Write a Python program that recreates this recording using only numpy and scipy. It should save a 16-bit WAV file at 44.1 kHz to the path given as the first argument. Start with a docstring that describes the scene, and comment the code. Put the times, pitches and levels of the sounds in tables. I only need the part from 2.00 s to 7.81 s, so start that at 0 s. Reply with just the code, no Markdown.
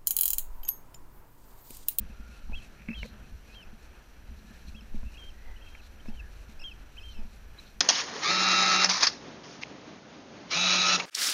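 """Low wind rumble and soft bumps of a hand on a camera come first; then a step lands and a bird whistles.
The bird's near-pure tone flips from a low note to a high one and falls back, with faint echoes.
On this walk through long grass, grains of noise swish past the legs, and steps jolt the camera.
Knocks ring the case's modes, and rubs are noise with a squeak and a scuff in it.
Filtered noise rustles in the field, far birds are blurred tones, and the electronics hiss and whine."""
import sys
import numpy as np
from scipy import signal
from scipy.fft import rfft, irfft
from scipy.io import wavfile

SR = 44100
rng = np.random.default_rng(int(sys.argv[2]) if len(sys.argv) > 2 else 0)


def file_out(sig):
    """Save sig as 16-bit WAV at sys.argv[1]."""
    # one column per channel
    cols = np.atleast_2d(sig).T
    # limit, then scale
    lim = np.clip(cols, -1, 1)
    pcm = np.round(lim * 32767).astype(np.int16)
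    wavfile.write(sys.argv[1], SR, pcm)


N = 256033
TIME = np.arange(N) / SR   # seconds

# the bird's low note (Hz) and how it curls upward just before the flip (Hz, s)
LOW_HZ, RISE_HZ, RISE_S = 2485, 309, 0.0112
# hollow ringing modes of the camera's case: pitch_hz [Hz], level_db [dB], t60_s [s to die away by 60 dB]
HOLLOW_MODES = [(220, -1, 0.088), (286, -39, 0.054), (122, -19, 0.055)]


def from_db(db):
    """Turn decibels into a plain factor."""
    return 10 ** (np.asarray(db) / 20)


def rms_one(x):
    """Scale a sound to an average (rms) strength of 1."""
    return x / np.sqrt(np.mean(x ** 2) + 1e-20)


def ease(t):
    """A smooth step from 0 to 1 around t = 0."""
    return .5 + .5 * np.tanh(t / 2)


def swell(s, length):
    """A bell-shaped rise and fall around a moment."""
    return np.exp(-.5 * ((TIME - s) / length) ** 2)


def swells(base, rows):
    """A base level with swells (start_s, level_db, length_s) on top, added in power."""
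    bells = sum((from_db(db) * swell(s, length)) ** 2 for s, db, length in rows)
    return np.sqrt(base ** 2 + bells)


def level_curve(rows):
    """Join points (start_s, level_db) with straight lines, one value per sample."""
    s, db = np.transpose(rows)
    return np.interp(TIME, s, db)


def drift(rate_hz):
    """Slow random wander with a spread of 1: noise smoothed twice, at one fortieth of the sample rate."""
    pole = np.exp(-2 * np.pi * rate_hz * 40 / SR)
    noise = rng.standard_normal(N // 40 + 2002)
    slow = signal.lfilter([1], [1, -2 * pole, pole * pole], noise)[2000:]   # skip the filter's start-up
    return np.interp(np.arange(N) / 40, np.arange(len(slow)), rms_one(slow))


def colour(x, spectrum):
    """Shape x with a spectrum (pitch_hz, level_db) that falls steeply beyond its ends; rms 1."""
    hz, db = np.transpose(spectrum)
    f = np.maximum(np.fft.rfftfreq(N, 1 / SR), 1)
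    skirts = np.minimum(f / hz[0], 1) ** 3 * np.minimum(hz[-1] / f, 1) ** 3
    shape = from_db(np.interp(np.log(f), np.log(hz), db))
    return rms_one(irfft(rfft(x) * skirts * shape, N))


def clicks(times, db):
    """Single impulses at the given moments."""
    out = np.zeros(N)
    out[(np.asarray(times) * SR).astype(int)] = from_db(db)
    return out


def ring(x, modes):
    """Each mode is a resonator that a click sets ringing at its own pitch, until it dies away."""
    out = 0
    for hz, db, t60 in modes:
        decay = from_db(-60 / (t60 * SR))
        turn = 2 * np.pi * hz / SR
        feedback = [1, -2 * decay * np.cos(turn), decay * decay]
        out = out + from_db(db) * signal.lfilter([0, np.sin(turn)], feedback, x + 1e-18)
    return out


def grains(per_s, spread_db):
    """Random tiny contacts, a few much stronger than the rest; rms 1."""
    strength_db = spread_db * np.minimum(rng.exponential(1, N), 5)
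    sizes = from_db(strength_db) * rng.choice([-1, 1], N)
    return rms_one(sizes * (rng.random(N) < per_s / SR))


def bird(waver=0.0028, flutter_db=1.48, edge_s=0.00289, third_db=-20, leak=0.1, steady_db=-48):
    """A nearly pure whistle; the throat passes overtones well on the low notes and only leaks them higher up."""
    # whistles: flip_s, low_note_s, high_note_s, fall_s [s], top_hz, sag_hz, arch_hz [Hz],
    # low_db, high_db, late_fade_db (negative grows), fall_db [dB, before carry],
    # octave_start_db, octave_end_db [dB against the main tone, before the throat]
    whistle_rows = [(.554, 0.023, 0.044, 0.0073, 3280, 330, 108, -41.5, -50, 4, -55, -32, -18),
                    (0.947, .016, .078, 0.0071, 3287, 384, 12, -43.5, -50, -9, -48, -26, -13),
                    (1.550, 0.055, .071, .020, 3240, 270, 37, -57.5, -54.5, -6, -51.5, -15, -12),
                    (2.763, .018, 0.041, 0.01, 3310, 320, 96, -54, -57.5, -2, -63, -14, -3.5),
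                    (3.179, 0.0079, 0.12, 0.0078, 3270, 45, -91, -49, -54.5, 1, -62, -16, -2),
                    (3.621, .012, 0.17, 0.018, 3180, 60, 37.5, -58, -65, 4, -53, -19, -22),
                    (4.096, 0.018, .096, 0.021, 3170, 212, 85, -59.5, -72, -20, -45.5, -5, -20),
                    (4.64, 0.019, 0.067, 0.0225, 3244, 342, 98, -49, -43, 19, -46, -6, -18),
                    (5.035, .030, 0.1, 0.088, 3150, 110, 49.5, -53, -53, 6, -59, -9.5, -8)]
    # quick peeps that open most calls: middle_s, length_s [s], top_hz [Hz],
    # level_db [dB, before carry], octave_db [dB against the main tone, before the throat]
    peep_rows = [(0.909, 0.032, 2650, -45.5, -26), (3.148, .028, 2900, -49.5, -25),
                 (3.569, 0.029, 2990, -52.5, -18), (4.003, .030, 3150, -59.5, -10),
                 (4.61, 0.0334, 2830, -47.5, -0.5), (4.986, 0.037, 3120, -48.5, -19)]
    # how well each pitch carries: pitch_hz [Hz], level_db [dB]
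    carry = [(2400, -10), (2500, -5), (2650, 1), (2790, -7.5), (2920, -6), (3060, 0.5), (3300, 0.5)]
    octave_hz, octave_width_hz = 4820, 720   # where the throat lets the octave through
    out = np.zeros(N)
    wander = 1 + waver * drift(100)
    flutter = flutter_db * drift(72)
    notes = [whistle(*row) for row in whistle_rows] + [peep(*row) for row in peep_rows]
    for start, end, hz, db, octave_db in notes:
        gate = np.clip(np.minimum(TIME - start, end - TIME) / edge_s + .5, 0, 1)
        on = gate > 0
        hz = hz[on]
        db = db[on] + np.interp(hz, *np.transpose(carry))
        unsteady = np.clip((steady_db - db) / 5, 1, 4)   # soft notes flutter more
        phase = 2 * np.pi * np.cumsum(hz * wander[on]) / SR
        throat = leak + np.exp(-.5 * ((2 * hz - octave_hz) / octave_width_hz) ** 4)
        overtones = np.sin(2 * phase) + from_db(third_db) * np.sin(3 * phase)
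        voice = np.sin(phase) + from_db(octave_db[on]) * throat * overtones
        out[on] += np.sqrt(2) * gate[on] * from_db(db + unsteady * flutter[on]) * voice
    return out


def whistle(flip, low_s, high_s, fall_s, top_hz, sag_hz, arch_hz, low_db, high_db, fade_db, fall_db,
            opening_db, closing_db):
    """A low note flips up, sags along an arch and falls back: start, end, pitch, level and octave level."""
    flip_s, slide_s = .0007, 0.0038   # an abrupt flip and a slower slide back
    end_hz, sink_hz = 2726, 230       # the slide lands here and sinks on by this much
    fade_shape = 4.4                  # the high note holds its level, then changes late
    fade_db_per_s = 110               # dying away after the slide
    t = TIME - flip
    held = np.clip(t / high_s, 0, 1)
    falling_s = np.clip(t - high_s, 0, fall_s)
    up, down = ease(t / flip_s), ease((t - high_s) / slide_s)
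    low, high = 1 - up, up - down   # how much of each note sounds
    low_hz = LOW_HZ + RISE_HZ * np.exp(np.minimum(t, 0) / RISE_S)
    high_hz = top_hz - sag_hz * held + arch_hz * np.sin(np.pi * held)
    last_hz = end_hz - sink_hz * falling_s / fall_s
    hz = low * low_hz + high * high_hz + down * last_hz
    held_db = high_db - fade_db * held ** fade_shape
    last_db = fall_db - fade_db_per_s * falling_s
    db = low * low_db + high * held_db + down * last_db
    octave_db = opening_db + (closing_db - opening_db) * held
    return flip - low_s, flip + high_s + fall_s, hz, db, octave_db


def peep(s, length, top_hz, db, octave_db, flatness=3.3, width=.3, edge_db=5.0):
    """A quick hop from the low note and back, loudest on top: start, end, pitch, level and octave level."""
    hop = np.exp(-np.abs((TIME - s) / (width * length)) ** flatness)
    hz = LOW_HZ + (top_hz - LOW_HZ) * hop
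    return s - length / 2, s + length / 2, hz, db - edge_db * (1 - hop), np.full(N, octave_db)


def meadow(x, scatter_db=-19, t60=0.49):
    """A few faint delayed copies and a thin, dying noise tail scattered by the hillside."""
    # reflections from the ground and the slope: delay_s [s], level_db [dB]
    echo_rows = [(0.024, -29), (.047, -22), (.074, -42), (.112, -57)]
    echoes = sum(from_db(db) * np.interp(TIME - delay, TIME, x, left=0) for delay, db in echo_rows)
    tail = rng.standard_normal(SR) * from_db(-60 * TIME[:SR] / t60)
    scattered = signal.fftconvolve(x, tail / np.linalg.norm(tail))[:N]
    return x + echoes + from_db(scatter_db) * scattered


def footfalls(sway_hz=14, sway_s=0.036, lag_s=0.019, crunch_s=0.025):
    """A step thuds through the camera's case; just after, the camera sways and the turf is pressed."""
    # footfalls: start_s [s], sway_db, thud_db (strength of the click), crunch_db [dB]
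    step_rows = [(.497, -27.5, -38, -56), (1.669, -40, -52, -68), (2.31, -60, -42.5, -85),
                 (2.945, -23.5, -31, -66), (3.472, -32.5, -52, -56.5), (4.085, -28, -30, -58.5),
                 (4.598, -36, -66, -63), (5.189, -26, -37, -60.5)]
    turf = colour(grains(per_s=3500, spread_db=5.5),
                  [(120, 18), (300, 11.0), (500, 8.5), (900, 17.5), (1400, -36), (3000, 0.5)])
    out = np.zeros(N)
    for s, sway_db, _, crunch_db in step_rows:
        sway = np.cos(2 * np.pi * sway_hz * (TIME - s - lag_s))
        out += from_db(sway_db) * swell(s + lag_s, sway_s) * sway
        out += from_db(crunch_db) * swell(s + lag_s, crunch_s) * turf
    s, _, thud_db, _ = np.transpose(step_rows)
    return out + ring(clicks(s, thud_db), HOLLOW_MODES)


def grass(swish_db=-3.5, flick_db=1.5, clump_db=1.8):
    """Blades brush the legs in dense clumps that swell with each sweep; stems flick past more coarsely."""
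    # sweeps of the legs: middle_s [s], level_db [dB, before swish_db and clumps], length_s [s]
    sweep_rows = [(.34, -58, 0.047), (0.617, -58, 0.059), (0.966, -65, 0.061), (1.06, -55.5, 0.02),
                  (1.51, -62.5, .05), (1.82, -62.5, 0.028), (2.555, -60, 0.095), (2.686, -55, 0.014),
                  (2.957, -57.5, 0.0068), (3.166, -61.5, 0.12), (3.745, -64, 0.069), (3.865, -57.5, 0.014),
                  (4.064, -61, 0.028), (4.162, -60, .012), (4.388, -58.5, 0.046), (4.507, -58.5, 0.021),
                  (5.07, -62.5, 0.086), (5.34, -61, .03), (5.613, -57, 0.031), (5.705, -60.5, 0.026)]
    # stems that flick past: middle_s [s], level_db [dB, before flick_db], length_s [s]
    flick_rows = [(.61, -84, 0.013), (0.989, -64, 0.0059), (1.038, -60, 0.052), (1.544, -63.5, 0.016),
                  (1.83, -86, .02), (2.394, -61.5, 0.0035), (2.683, -56.5, 0.0087), (3.841, -62, 0.018),
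                  (5.122, -58.5, 0.012), (5.322, -77, 0.017), (5.674, -61, 0.017)]
    # tone of the blades: pitch_hz [Hz], level_db [dB]
    blade_colour = [(1200, -7.5), (1700, -6.5), (2500, 7.5), (3200, -3.5), (4150, 5), (4900, -5.5),
                    (5700, 1), (6900, -5.5), (7500, -5), (9000, -12), (11000, -9.5), (15000, -20)]
    sweep = swells(from_db(-65.5), sweep_rows)   # the base is grass brushing between the sweeps
    clumps = from_db(swish_db + clump_db * drift(35))
    blades = colour(grains(per_s=9800, spread_db=2.5), blade_colour) * sweep * clumps
    stems = colour(grains(per_s=9900, spread_db=4.0),
                   [(1500, -42), (3200, 5.5), (4150, 17.5), (4900, -1), (5900, 5.5), (8000, -19.5), (14000, -9)])
    flicking = sum(from_db(db) * swell(s, length) for s, db, length in flick_rows)
    return blades + from_db(flick_db) * stems * flicking


def knocks(chatter=0.058, chatter_s=0.0024, soft_hz=2600):
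    """Something loose taps the case, chatters for a moment and sets its modes ringing."""
    # knocks and ticks on the case: start_s [s], hollow_db, click_db, rattle_db [dB, strength of the click]
    knock_rows = [(.522, -53, -48, -44.5), (.887, -28.5, -30.5, -44.5), (0.904, -31.5, -46, -57),
                  (1.031, -45, -27, -44.5), (1.044, -47, -57, -45), (3.031, -43, -60, -47),
                  (4.058, -64, -49, -44.5), (4.15, -65, -55, -57)]
    # clicking, then rattling modes of the case: pitch_hz [Hz], level_db [dB], t60_s [s]
    click_modes = [(2270, 0, 0.017), (2620, -17, 0.028), (4150, -29, .02)]
    rattle_modes = [(647, -1.5, 0.016), (1013, -0.5, 0.016), (1640, -1.5, 0.0067)]
    s, hollow_db, click_db, rattle_db = np.transpose(knock_rows)
    t = TIME[:SR // 10]
    contact = chatter * rng.standard_normal(len(t)) * np.exp(-t / chatter_s)
    contact[0] = 1   # the first tap
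    soft = signal.butter(4, soft_hz, fs=SR, output="sos")   # a soft touch has little treble
    contact = signal.sosfilt(soft, contact)
    groups = [(hollow_db, HOLLOW_MODES), (click_db, click_modes), (rattle_db, rattle_modes)]
    body = sum(ring(clicks(s, db), modes) for db, modes in groups)
    return signal.fftconvolve(body, contact)[:N]


def bumps(press_s=0.0035):
    """The soft hand that holds the camera presses slowly, so only the low, hollow modes of the case ring."""
    # bumps of the hand: start_s [s], level_db [dB, strength of the push]
    bump_rows = [(0.01, -43), (0.096, -37), (.197, -36), (.24, -46), (.29, -39), (.572, -46), (0.8, -43),
                 (.975, -42), (1.204, -42.5), (1.32, -42.5), (1.729, -39), (2.444, -44), (2.504, -40.5),
                 (2.679, -39), (2.747, -36), (2.82, -40.5), (2.972, -38), (3.065, -41), (4.25, -48),
                 (4.49, -38.5), (5.249, -38.5), (5.331, -49)]
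    s, db = np.transpose(bump_rows)
    push = np.hanning(int(press_s * SR))
    return signal.fftconvolve(ring(clicks(s, db), HOLLOW_MODES), push / push.sum())[:N]


def rubs():
    """Uneven slips of skin on plastic make the case squeak and scuff."""
    # rubs of the hand: middle_s [s], squeak_db, low_scuff_db [dB], length_s [s]
    rub_rows = [(0.825, -61, -80, 0.034), (0.887, -47.5, -58, 0.0053), (0.927, -52, -66, 0.023),
                (1.052, -76, -47, 0.0081), (3.753, -52, -69, 0.005)]
    slips = grains(per_s=1700, spread_db=4.5)
    squeak = colour(slips, [(1200, -12), (1800, -6), (2280, 5.0), (2650, 4), (3200, -43.0)])
    scuff = colour(slips, [(200, 10), (350, -3), (560, 12), (800, -15), (1500, -6)])
    out = np.zeros(N)
    for s, squeak_db, scuff_db, length in rub_rows:
        out += swell(s, length) * (from_db(squeak_db) * squeak + from_db(scuff_db) * scuff)
    return out


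def wind(mean_db=-49.0, follow=0.51, gust_db=1.0):
    """Light wind on the microphone: low noise that wanders in level, with brief buffets on top."""
    # rise and fall of the rumble: start_s [s], level_db [dB; only its swing counts, scaled by follow]
    breeze_rows = [(0.0, -48), (1.06, -56.5), (1.76, -58), (2.08, -58), (2.49, -53.5), (2.81, -47.5),
                   (3.65, -54), (3.93, -55), (4.33, -58.5), (4.8, -52), (5.25, -57), (5.8, -54.5)]
    # brief buffets: middle_s [s], level_db [dB], length_s [s]
    buffet_rows = [(0.033, -39.5, 0.054), (.21, -41, .03), (.53, -40, 0.066), (0.896, -42, 0.017),
                   (1.004, -35.5, 0.026), (1.175, -44, 0.052), (1.337, -40, 0.02), (2.328, -44, 0.068),
                   (2.705, -45.5, 0.045), (3.062, -40, .025), (3.3, -50, 0.038), (3.582, -45, 0.065),
                   (4.23, -41, 0.055), (4.397, -43.5, 0.063), (5.084, -44, 0.11), (5.285, -45.5, 0.036),
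                   (5.463, -47.5, 0.093)]
    # tone of the rumble: pitch_hz [Hz], level_db [dB]
    rumble_colour = [(12, 2.5), (25, -5), (40, -3.5), (56, -1), (70, -7), (90, -15), (130, -29),
                     (200, -45.5), (400, -44)]
    curve_db = level_curve(breeze_rows)
    breeze_db = mean_db + follow * (curve_db - curve_db.mean()) + gust_db * drift(3.1)
    return swells(from_db(breeze_db), buffet_rows) * colour(rng.standard_normal(N), rumble_colour)


def case_hum(mean_db=-62, follow=1.2, fidget_db=0.5):
    """The hollow case hums in the hand: noise in a low band whose level follows the grip."""
    # rise and fall with the grip: start_s [s], level_db [dB; only its swing counts, scaled by follow]
    grip_rows = [(0.0, -52.5), (0.1, -65.5), (0.27, -66), (0.76, -65), (1.0, -61), (1.24, -63),
                 (1.44, -66.5), (2.24, -67.5), (2.42, -62.5), (3.81, -70.5), (4.15, -63.5), (4.43, -69),
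                 (5.17, -67.5), (5.8, -66)]
    curve_db = level_curve(grip_rows)
    hum_db = mean_db + follow * (curve_db - curve_db.mean()) + fidget_db * drift(12)
    hum = colour(rng.standard_normal(N),
                 [(130, 2.5), (185, 0.0), (218, 4), (245, -5.0), (290, -13), (450, -48.0)])
    return from_db(hum_db) * hum


def field(mean_db=-60.0, stir_db=1.1):
    """The wind rustles the field: soft coloured noise that stirs slowly in level."""
    # tone of the rustle: pitch_hz [Hz], level_db [dB]
    rustle_colour = [(150, -29.5), (250, -2.5), (276, -1), (504, -4.5), (568, -4.5), (794, -6.5),
                     (884, -6.5), (1100, -9.5), (1420, -5), (1730, -5), (1940, -11.5), (2570, -11),
                     (3300, -15), (4290, -43), (7260, -120)]
    return from_db(mean_db + stir_db * drift(5.6)) * colour(rng.standard_normal(N), rustle_colour)


def far_birds(blur_hz=85, droop=.022):
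    """Each far call arrives as a wavering narrow band that arches gently in pitch."""
    # distant calls, blurred by the way: middle_s [s], top_hz [Hz], level_db [dB], length_s [s]
    call_rows = [(0.116, 2630, -60, 0.0099), (0.305, 1412, -62, 0.11), (0.346, 2620, -64, 0.031),
                 (0.624, 2640, -59.5, 0.018), (1.242, 2570, -61.5, 0.017), (1.68, 2630, -64, 0.0093),
                 (2.548, 1763, -64.5, 0.075), (3.081, 2680, -62, 0.022), (3.475, 1990, -60.5, 0.09),
                 (3.672, 2650, -59, 0.018), (4.243, 1730, -60.5, 0.034), (5.168, 3070, -63, 0.017),
                 (5.592, 3970, -52, 0.008)]
    blur = drift(blur_hz) + 1j * drift(blur_hz)   # random strength and phase
    out = np.zeros(N)
    for s, hz, db, length in call_rows:
        near = np.abs(TIME - s) < 4 * length
        pitch = hz * (1 - droop * ((TIME[near] - s) / length) ** 2)
        tone = np.exp(2j * np.pi * np.cumsum(pitch) / SR)
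        out[near] += from_db(db) * swell(s, length)[near] * np.real(blur[near] * tone)
    return out


def electronics(hiss_db=-71, waver_hz=3, jitter=0.3, jitter_hz=110):
    """Steady hiss with thin whining tones that waver together, each a little rough from its own jitter."""
    # whining tones: pitch_hz [Hz], level_db [dB]
    whine_rows = [(5845, -78.5), (5874, -84.5), (8781, -91), (11688, -85.5), (11719, -83.5), (14626, -82)]
    # tone of the hiss: pitch_hz [Hz], level_db [dB]
    hiss_colour = [(2500, -17), (4000, -1), (6000, -4), (8000, -10.5), (9700, -9), (10400, -11),
                   (11050, -9.5), (11290, -1), (11500, -11.5), (13000, -10), (15000, -7)]
    wander = np.cumsum(waver_hz * drift(12.3)) / SR   # in turns of the lowest tone
    lowest_hz = whine_rows[0][0]
    tones = np.zeros(N)
    for hz, db in whine_rows:
        phase = 2 * np.pi * (hz * TIME + wander * hz / lowest_hz) + jitter * drift(jitter_hz)
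        tones += np.sqrt(2) * from_db(db) * np.sin(phase)
    return tones + from_db(hiss_db) * colour(rng.standard_normal(N), hiss_colour)


def scene():
    """Everything added up at the one microphone; only the near bird gets echoes."""
    walking = footfalls() + grass()
    handling = knocks() + bumps() + rubs()
    background = wind() + case_hum() + field() + far_birds() + electronics()
    return (meadow(bird()) + walking + handling + background)[None]


def record(dry):
    """A very steep filter removes the treble above its cutoff."""
    cutoff_hz = 14950
    return signal.sosfilt(signal.ellip(12, .1, 80, cutoff_hz, fs=SR, output="sos"), dry)


dry = scene()
out = record(dry)
file_out(out)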